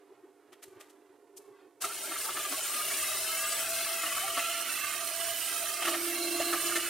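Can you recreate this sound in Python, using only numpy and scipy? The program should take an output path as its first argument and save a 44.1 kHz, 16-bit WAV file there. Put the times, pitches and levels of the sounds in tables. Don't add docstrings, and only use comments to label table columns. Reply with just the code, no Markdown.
import sys
import numpy as np
from scipy import signal
from scipy.fft import rfft, irfft, next_fast_len
from scipy.io import wavfile
from scipy.ndimage import uniform_filter1d, map_coordinates

SR = 44100
rng = np.random.default_rng(int(sys.argv[2]) if len(sys.argv) > 2 else 0)


def store_wav(level_fs):
    pcm = np.round(np.clip(np.atleast_2d(level_fs), -1, 1) * 32767)
    wavfile.write(sys.argv[1], SR, pcm.T.astype(np.int16))


N = 303849
T = np.arange(N) / SR


def amp(db):
    return 10 ** (np.asarray(db) / 20)


def unit(x):
    return x / np.sqrt(np.mean(x ** 2) + 1e-20)


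def along(points, hz):
    f, v = np.transpose(points)
    return np.interp(np.log(hz + 1), np.log(f + 1), v)


def curves(rows):
    s, *columns = np.transpose(rows)
    return [np.interp(T, s, column) for column in columns]


def ramp(start, length):
    return np.clip((T - start) / length, 0, 1)


def wobble(rate):
    coarse = T[::12]
    knots = rng.standard_normal(int(N * rate / SR) + 4)
    return np.interp(T, coarse, map_coordinates(knots, [coarse * rate]))


def filtered(x, response):
    m = next_fast_len(N + 8192)
    return irfft(rfft(x, m) * response(np.fft.rfftfreq(m, 1 / SR)), m)[..., :N]


def white():
    return rng.standard_normal((2, N))


def noise(patchy_db):
    z = signal.stft(white(), nperseg=1024)[2]
    field = rng.standard_normal(z.shape[1:])
    field = uniform_filter1d(field, size=3, axis=0)
    field = uniform_filter1d(field, size=16, axis=1)
    gain = amp(patchy_db * unit(field))
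    band_power = uniform_filter1d(gain ** 2, size=11, axis=0)
    gain = gain / np.sqrt(np.abs(band_power) + 1e-12)
    return signal.istft(z * gain, nperseg=1024)[1][:, :N]


# hz, likeness (-1 to 1)
ALIKE = [(30, .35), (150, 0.52), (300, 0.96), (1000, 0.96), (3500, .97), (4300, 0.93), (5000, 0.46),
         (8000, 0.33), (14000, 0.14)]


def radiate(pair, spectrum):
    def mid_side_response(hz):
        turn = np.arccos(np.clip(along(ALIKE, hz), -1, 1)) / 2
        return amp(along(spectrum, hz)) * [np.cos(turn), np.sin(turn)]

    mid, side = filtered(pair, mid_side_response)
    return np.array([mid + side, mid - side]) / np.std(mid)


def swell(s, rise, fall):
    rising = ((T - s) / rise) ** 2
    dying = np.sqrt(1 + ((T - s) / fall) ** 2) - 1
    return np.exp(-np.minimum(np.where(T < s, rising, dying), 20))


def tone(turns, order, rough, rate):
    return np.sqrt(2) * np.sin(2 * np.pi * order * turns + rough * wobble(rate))


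# hz, share
SHADOW = [(300, 0.42), (3000, 0.46), (5000, 0.38), (9000, 0.76)]


def lean(x, pan_db):
    gains = amp(np.outer([.5, -.5], pan_db))
    return x + filtered(x * (gains / gains.mean(axis=0) - 1), lambda hz: along(SHADOW, hz))


# time_s, level_db
DRONE_LEVEL = [(.2, -61), (.35, -63.5), (.76, -60), (.86, -62), (1.18, -65), (1.42, -58.5), (1.6, -62.5)]
# hz, relative density_db per Hz
DRONE = [(25, -55), (125, -15.5), (190, -39), (250, -10), (300, -2.5), (345, -0.5), (398, 8), (470, -5.5),
         (630, -12.5), (900, -10.5), (2000, -49)]
RUSTLE = [(300, -25), (550, -8), (1100, 0.5), (2000, -6), (5000, -19), (10000, -36)]
EDGE = [(1500, -23), (3000, -7), (8500, 1.5), (12000, -1.5), (14500, -5.5), (15800, -22)]
# pitch_hz, level_db
MAINS = [(300, -71), (400, -72.5), (700, -74.5)]
RUSTLE_DB, HISS_DB = -72.5, -79


def kitchen():
    drone_db, = curves(DRONE_LEVEL)
    drone = amp(drone_db + 2.4 * wobble(30)) * radiate(noise(patchy_db=2.0), DRONE)
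    rustle_gain = amp(RUSTLE_DB + 2 * wobble(14) + 2 * wobble(90))
    rustle = rustle_gain * radiate(noise(patchy_db=4.0), RUSTLE)
    hum = sum(amp(db) * tone(T, hz, rough=0.58, rate=7.8) for hz, db in MAINS)
    return drone + hum + rustle + amp(HISS_DB) * radiate(white(), EDGE)


# hz, relative density_db per Hz
BOWL = [(100, -60), (220, -13), (320, 5), (480, -9), (660, 7), (950, -2.5), (1250, 4.5), (1550, 2),
        (1900, 3), (2400, -1), (2900, 1.5), (5000, -8), (10000, -28)]
ROOM_DECAY_S = 0.072


def contacts(rows, rise, fall, tail_db):
    shapes = [swell(s, rise, fall) + amp(tail_db) * swell(s, rise, ROOM_DECAY_S) for s, _, _ in rows]
    body = sum(amp(row[1]) * shape for row, shape in zip(rows, shapes))
    edge = sum(amp(row[2]) * shape for row, shape in zip(rows, shapes))
    rattle = amp(1.5 * wobble(700) + 1.3 * wobble(150))
    plastic = noise(patchy_db=2.5) * rattle
    return body * radiate(plastic, BOWL) + edge * radiate(white() * rattle, EDGE)


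# peak_s, body_db, edge_db
CLICKS = [(.532, -55, -62), (.634, -54.5, -50.5), (.81, -52.5, -54), (.903, -72, -69), (1.375, -78, -51.5),
          (1.821, -43, -35)]
# peak_s, length_s (rise and fall each), rustle_db
SHIFTS = [(0.167, 0.19, -72.5), (0.78, 0.085, -66.5), (1.45, 0.056, -70.5), (1.593, 0.052, -65.5)]
# peak_s, hollow ring_db, low thump_db
BUMPS = [(.12, -52, -98), (.245, -49.5, -95), (.53, -57, -79), (.685, -51.5, -69), (.728, -55, -70),
         (.775, -53, -66), (1.105, -57, -79), (1.368, -54, -82), (1.52, -56, -76)]
# hz, relative density_db per Hz
AIR = [(60, -17), (120, 14), (220, -12), (400, -7), (900, -50)]
BUMP_HZ = 375


def handling():
    rustle = sum(amp(db) * swell(s, length, length) for s, length, db in SHIFTS)
    ring, thump = np.zeros(N), np.zeros(N)
    for s, ring_db, thump_db in BUMPS:
        shape = swell(s, rise=0.015, fall=0.0061)
        ring += amp(ring_db) * shape
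        thump += amp(thump_db) * shape
    grip = rustle * radiate(noise(patchy_db=13.0), RUSTLE)
    grip += ring * tone(T, BUMP_HZ, rough=0.75, rate=80)
    grip += thump * radiate(white(), AIR)
    return grip + contacts(CLICKS, rise=0.008, fall=0.0056, tail_db=-17)


# peak_s, ring_db, excited region centre_hz, rattle_db, wire scrape_db
GRAZES = [(1.846, -31.5, 1100, -37.5, -36.5), (2.12, -39, 1180, -44.5, -51), (2.162, -39.5, 1200, -58, -60),
          (2.252, -42, 1320, -46, -57), (2.294, -34.5, 1200, -45, -55), (2.374, -36.5, 1640, -40, -51),
          (2.524, -44, 1200, -40, -36), (4.04, -33, 1131, -47, -48), (4.067, -36, 2800, -41, -40.5),
          (4.171, -34.5, 1070, -50, -39), (4.379, -30, 1053, -36, -57), (4.398, -33, 2400, -49, -57),
          (5.825, -38, 2600, -36.5, -45), (5.856, -36, 2900, -36.5, -39), (5.882, -32, 1200, -32, -51),
          (5.947, -35.5, 1790, -38.5, -57), (6.405, -31, 690, -39, -46), (6.419, -38.5, 2360, -45, -48),
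          (6.535, -28.5, 1420, -36, -40), (6.763, -30, 1870, -36.5, -32)]
# pitch_hz, relative level_db
BOWL_MODES = [(345, -3), (670, 15.5), (1180, -2.5), (1325, 2.5), (1540, -10), (1790, -3.5), (2060, -4),
              (2690, -6), (2860, -1)]
CONTACT_OCTAVES = 0.41
MODE_SCATTER = 0.021


def bowl_ring():
    hz, mode_db = np.transpose(BOWL_MODES)
    ring = np.zeros(N)
    for s, db, centre_hz, _, _ in GRAZES:
        near = np.abs(T - s) < .1
        weights = amp(mode_db) * np.exp(-(np.log2(hz / centre_hz) / CONTACT_OCTAVES) ** 2)
        weights /= np.linalg.norm(weights)
        detune, phase = rng.standard_normal((2, len(hz), 1))
        drift = np.cumsum(rng.normal(0, .05, (len(hz), near.sum())), axis=1)
        mode_hz = hz[:, None] * (1 + MODE_SCATTER * detune)
        modes = np.sqrt(2) * np.sin(2 * np.pi * (mode_hz * (T[near] - s) + phase) + drift)
        ring[near] += amp(db) * swell(s, rise=0.0075, fall=0.0075)[near] * (weights @ modes)
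    return ring


# hz, relative density_db per Hz
LIQUID = [(120, -36), (210, -7), (290, -1.5), (390, 14.5), (490, -11.5), (650, 8), (790, -4), (920, -5.5),
          (1300, -30)]
# peak_s, pitch_hz at the peak, level_db
PLOPS = [(1.91, 1370, -41), (2.05, 1380, -45), (2.11, 330, -49), (2.281, 900, -46.5), (2.53, 286, -45.5),
         (2.55, 1110, -42.5), (2.59, 648, -44), (4.249, 772, -38.5), (5.947, 640, -40)]
PLOP_RISE_PER_S = 2.1
BLENDED_S, BLEND_TAKES_S = 3.07, 0.16
WHOLE_DB, BLENDED_DB = -58, -47.5
FROTH_LOW_HZ = 576


def eggs():
    whole = 1 - ramp(BLENDED_S, BLEND_TAKES_S)
    slap_gain = amp(3 * wobble(45) + 1 * wobble(12))
    slaps = radiate(noise(patchy_db=5.0) * slap_gain, LIQUID)
    froth = amp(BLENDED_DB) * filtered(slaps, lambda hz: hz ** 4 / (hz ** 4 + FROTH_LOW_HZ ** 4))
    plops = np.zeros(N)
    for s, hz, db in PLOPS:
        rising = T + PLOP_RISE_PER_S * (T - s) ** 2 / 2
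        plops += amp(db) * swell(s, rise=0.021, fall=0.0087) * tone(rising, hz, rough=0.52, rate=96)
    return amp(WHOLE_DB) * whole * slaps + froth + plops


# time_s, pressure (0-1)
PRESSURE = [(5.82, 0), (5.86, 0.37), (5.99, 0.68), (6.15, 0.77), (6.35, 0.8), (6.49, 0.7), (6.54, 0.95),
            (6.58, 0.67), (6.615, 0), (6.66, 0.53), (6.72, 0.4), (6.77, 0.85), (6.805, 0.1), (6.85, 0.52),
            (6.89, 0.1)]


def pressure():
    return np.clip(curves(PRESSURE)[0], 0, 1)


# hz, relative density_db per Hz
BOOM = [(200, -30), (325, 1.5), (490, -35), (670, -5), (850, -26), (1500, -44)]
PRESSED_RUB_DB = -43.5


def boom():
    return amp(PRESSED_RUB_DB) * pressure() * radiate(white(), BOOM)


# centre_hz, width_hz, relative level_db
SHELL = [(1199, 53, 2), (1343, 43, 0), (1600, 156, -4.5), (1900, 58, -11), (2010, 39, -4.5), (2113, 26, 0),
         (2240, 42, -2.5), (2514, 43, -2.5), (2676, 43, 2.5), (2872, 32, 0.5), (3026, 28, -2.5),
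         (3154, 96, -3), (3480, 43, -5.5), (3790, 30, -6), (4090, 130, -6.5)]


def shell(hz):
    power = sum(amp(db) ** 2 / (1 + (2 * (hz - centre) / width) ** 2) for centre, width, db in SHELL)
    return np.sqrt(power)


# time_s, gear level_db, brush level_db
RASP = [(2.0, -47.5, -44.5), (2.15, -44, -41), (2.27, -43, -40), (3.07, -39.5, -36.5), (3.59, -40.5, -36),
        (4.59, -38.5, -39), (5.12, -40, -40), (5.73, -41, -38.5), (6.36, -41, -38), (6.44, -40.5, -38),
        (6.69, -37.5, -37), (6.85, -38, -38.5)]
# hz, relative density_db per Hz
GEARS = [(170, -25), (400, -30), (950, -3), (1150, -1), (4200, 2.5), (6000, 9)]
BRUSHES = [(2500, -15), (4000, -9), (6100, -4.5), (6450, -9.5), (7100, -1), (7400, -11.5), (8000, -3.5),
           (8700, 1), (9500, -2), (11200, -6.5), (12200, -3), (12800, -7.5), (15800, -9.5)]
WIRE_PASSES_PER_TURN = 1 / 12
WIRE_BEAT_DB = -0.5


def rasp(turns):
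    gear_db, brush_db = curves(RASP)
    each_turn = np.cos(2 * np.pi * turns)
    grit = wobble(900)
    wire_beat = WIRE_BEAT_DB * np.cos(2 * np.pi * WIRE_PASSES_PER_TURN * turns + wobble(8))
    chatter = amp(wire_beat + 1.4 * grit + 1.0 * wobble(200) + .9 * wobble(36))
    teeth = noise(patchy_db=5.5)
    gears = radiate(filtered(teeth * chatter, shell), GEARS)
    sparks = amp(0.2 * each_turn + 1 * grit + 0.69 * wobble(70) + 0.88 * wobble(12))
    brushes = radiate(noise(patchy_db=5.5) * sparks, BRUSHES)
    return amp(gear_db - 0.42) * gears + amp(brush_db + 1.98) * brushes


FLICK_LIFE_S = .012


def clatter(per_second, db):
    gear_db, _ = curves(RASP)
    draws = rng.random((int(per_second * N / SR), 4))
    start, pitch, strength, life = (draws[:, k:k + 1] for k in range(4))
    t = np.arange(SR // 24) / SR
    hz = 1130 * 2.8 ** pitch
    decay = np.exp(-t / (FLICK_LIFE_S * (.5 + life)))
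    flicks = amp(12.3 * strength) * np.sin(2 * np.pi * hz * t) * decay
    at = (start * N).astype(int) + np.arange(len(t))
    train = np.bincount(at.ravel(), flicks.ravel(), N)[:N]
    return amp(gear_db + db) * unit(train)


ECHO_S, ECHO_SWING, ECHO_GAIN = .0017, .07, .36


def bowl_echo(x):
    out = x.copy()
    for wall in range(1, 3):
        late = SR * wall * ECHO_S * (1 + ECHO_SWING * wobble(2.4))
        out += ECHO_GAIN * np.array([map_coordinates(side, [np.arange(N) - late]) for side in x])
    return out / np.sqrt(1 + 2 * ECHO_GAIN ** 2)


# time_s, speed_hz (turns per second)
SPEED = [(1.8, 120), (1.9, 200), (2.2, 255), (2.53, 288), (2.65, 298), (2.9, 313), (3.18, 322), (3.5, 330),
         (3.85, 334), (4.5, 337), (5.3, 336.5), (5.73, 339.6), (6.1, 342.5), (6.89, 343)]
# time_s, level_db before a fixed trim and stutter
POLE_HUM = [(1.9, -66), (2.8, -61), (2.94, -50.5), (3.3, -48), (3.6, -41), (3.78, -40), (3.86, -46),
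            (4.53, -43.5), (4.78, -56), (4.94, -56), (5.02, -45), (5.3, -42), (5.48, -50), (5.62, -44.5),
            (6.0, -51), (6.2, -46), (6.5, -46), (6.6, -58)]
# peak_s, half_length_s, multiple of the rotor speed, relative level_db
WHINES = [(2.8, .08, 4, -44), (3.32, .05, 4, -44), (4.5, .13, 4, -46), (3.47, .15, 5, -48),
          (3.88, .13, 8, -47), (6.43, .08, 8, -46), (4.48, .22, 9, -48), (5.31, .12, 9, -48),
          (3.13, .13, 12, -49), (6.23, .1, 12, -43.5), (6.46, .09, 12, -43.5), (2.66, .06, 24, -45),
          (3.53, .12, 24, -43.5), (4.78, .08, 36, -47), (5.41, .12, 36, -46), (6.08, .12, 36, -43.5),
          (6.54, .1, 36, -46)]
WHINE_DB = 1.4
FREE_HUM_DB, PRESSED_HUM_DB = -62, -38
UNBALANCE_POWER = 12


def motor(turns):
    pole_db, = curves(POLE_HUM)
    speed_hz, = curves(SPEED)
    free = amp(FREE_HUM_DB) * (speed_hz / speed_hz.max()) ** UNBALANCE_POWER
    judder = amp(1.2 * wobble(60))
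    pressed = amp(PRESSED_HUM_DB) * pressure() * judder
    hum = (free + pressed) * tone(turns, order=1, rough=0.22, rate=90)
    stutter = np.abs(1 + .38 * wobble(34))
    hum += amp(pole_db - 3.0) * stutter * tone(turns, order=2, rough=.45, rate=75)
    for multiple in sorted({row[2] for row in WHINES}):
        flares = np.zeros(N)
        for s, half, k, db in WHINES:
            if k == multiple:
                flares += amp(db) * np.exp(-np.minimum(((T - s) / half) ** 2, 20))
        flutter = amp(2.5 * wobble(70))
        whine = tone(turns, multiple, rough=0.19 + 0.02 * multiple, rate=260)
        hum += amp(WHINE_DB) * flares * flutter * whine
    return hum


ON = 1.803
KITCHEN_PAN_DB = -12
TURN_S, TURN_TAKES_S, TURNED_PAN_DB, RETURN_DB_PER_S = 4.12, 0.72, -11.5, 3


def scene():
    speed_hz, = curves(SPEED)
    turns = np.cumsum(speed_hz * (1 + 0.00148 * wobble(14))) / SR
    mixer = motor(turns) + bowl_echo(rasp(turns)) + eggs() + boom() + clatter(per_second=120, db=-7)
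    pan_db = TURNED_PAN_DB * ramp(TURN_S, TURN_TAKES_S)
    pan_db += RETURN_DB_PER_S * np.maximum(T - TURN_S - TURN_TAKES_S, 0)
    scrapes = [(s, rattle_db, scrape_db) for s, _, _, rattle_db, scrape_db in GRAZES]
    bowl = bowl_ring() + contacts(scrapes, rise=0.0094, fall=0.01, tail_db=-20.5)
    running = ramp(ON, 0.021) * (lean(mixer, pan_db) + bowl)
    return running + handling() + lean(kitchen(), KITCHEN_PAN_DB)


LOW_CUT_HZ, TOP_HZ = 45, 15850


def record(dry):
    def response(hz):
        bass = hz ** 2 / (hz ** 2 + LOW_CUT_HZ ** 2)
        top = np.clip((TOP_HZ - hz) / 200 + .5, 0, 1)
        return bass * top

    return filtered(dry, response)


dry = scene()
out = record(dry)
store_wav(out)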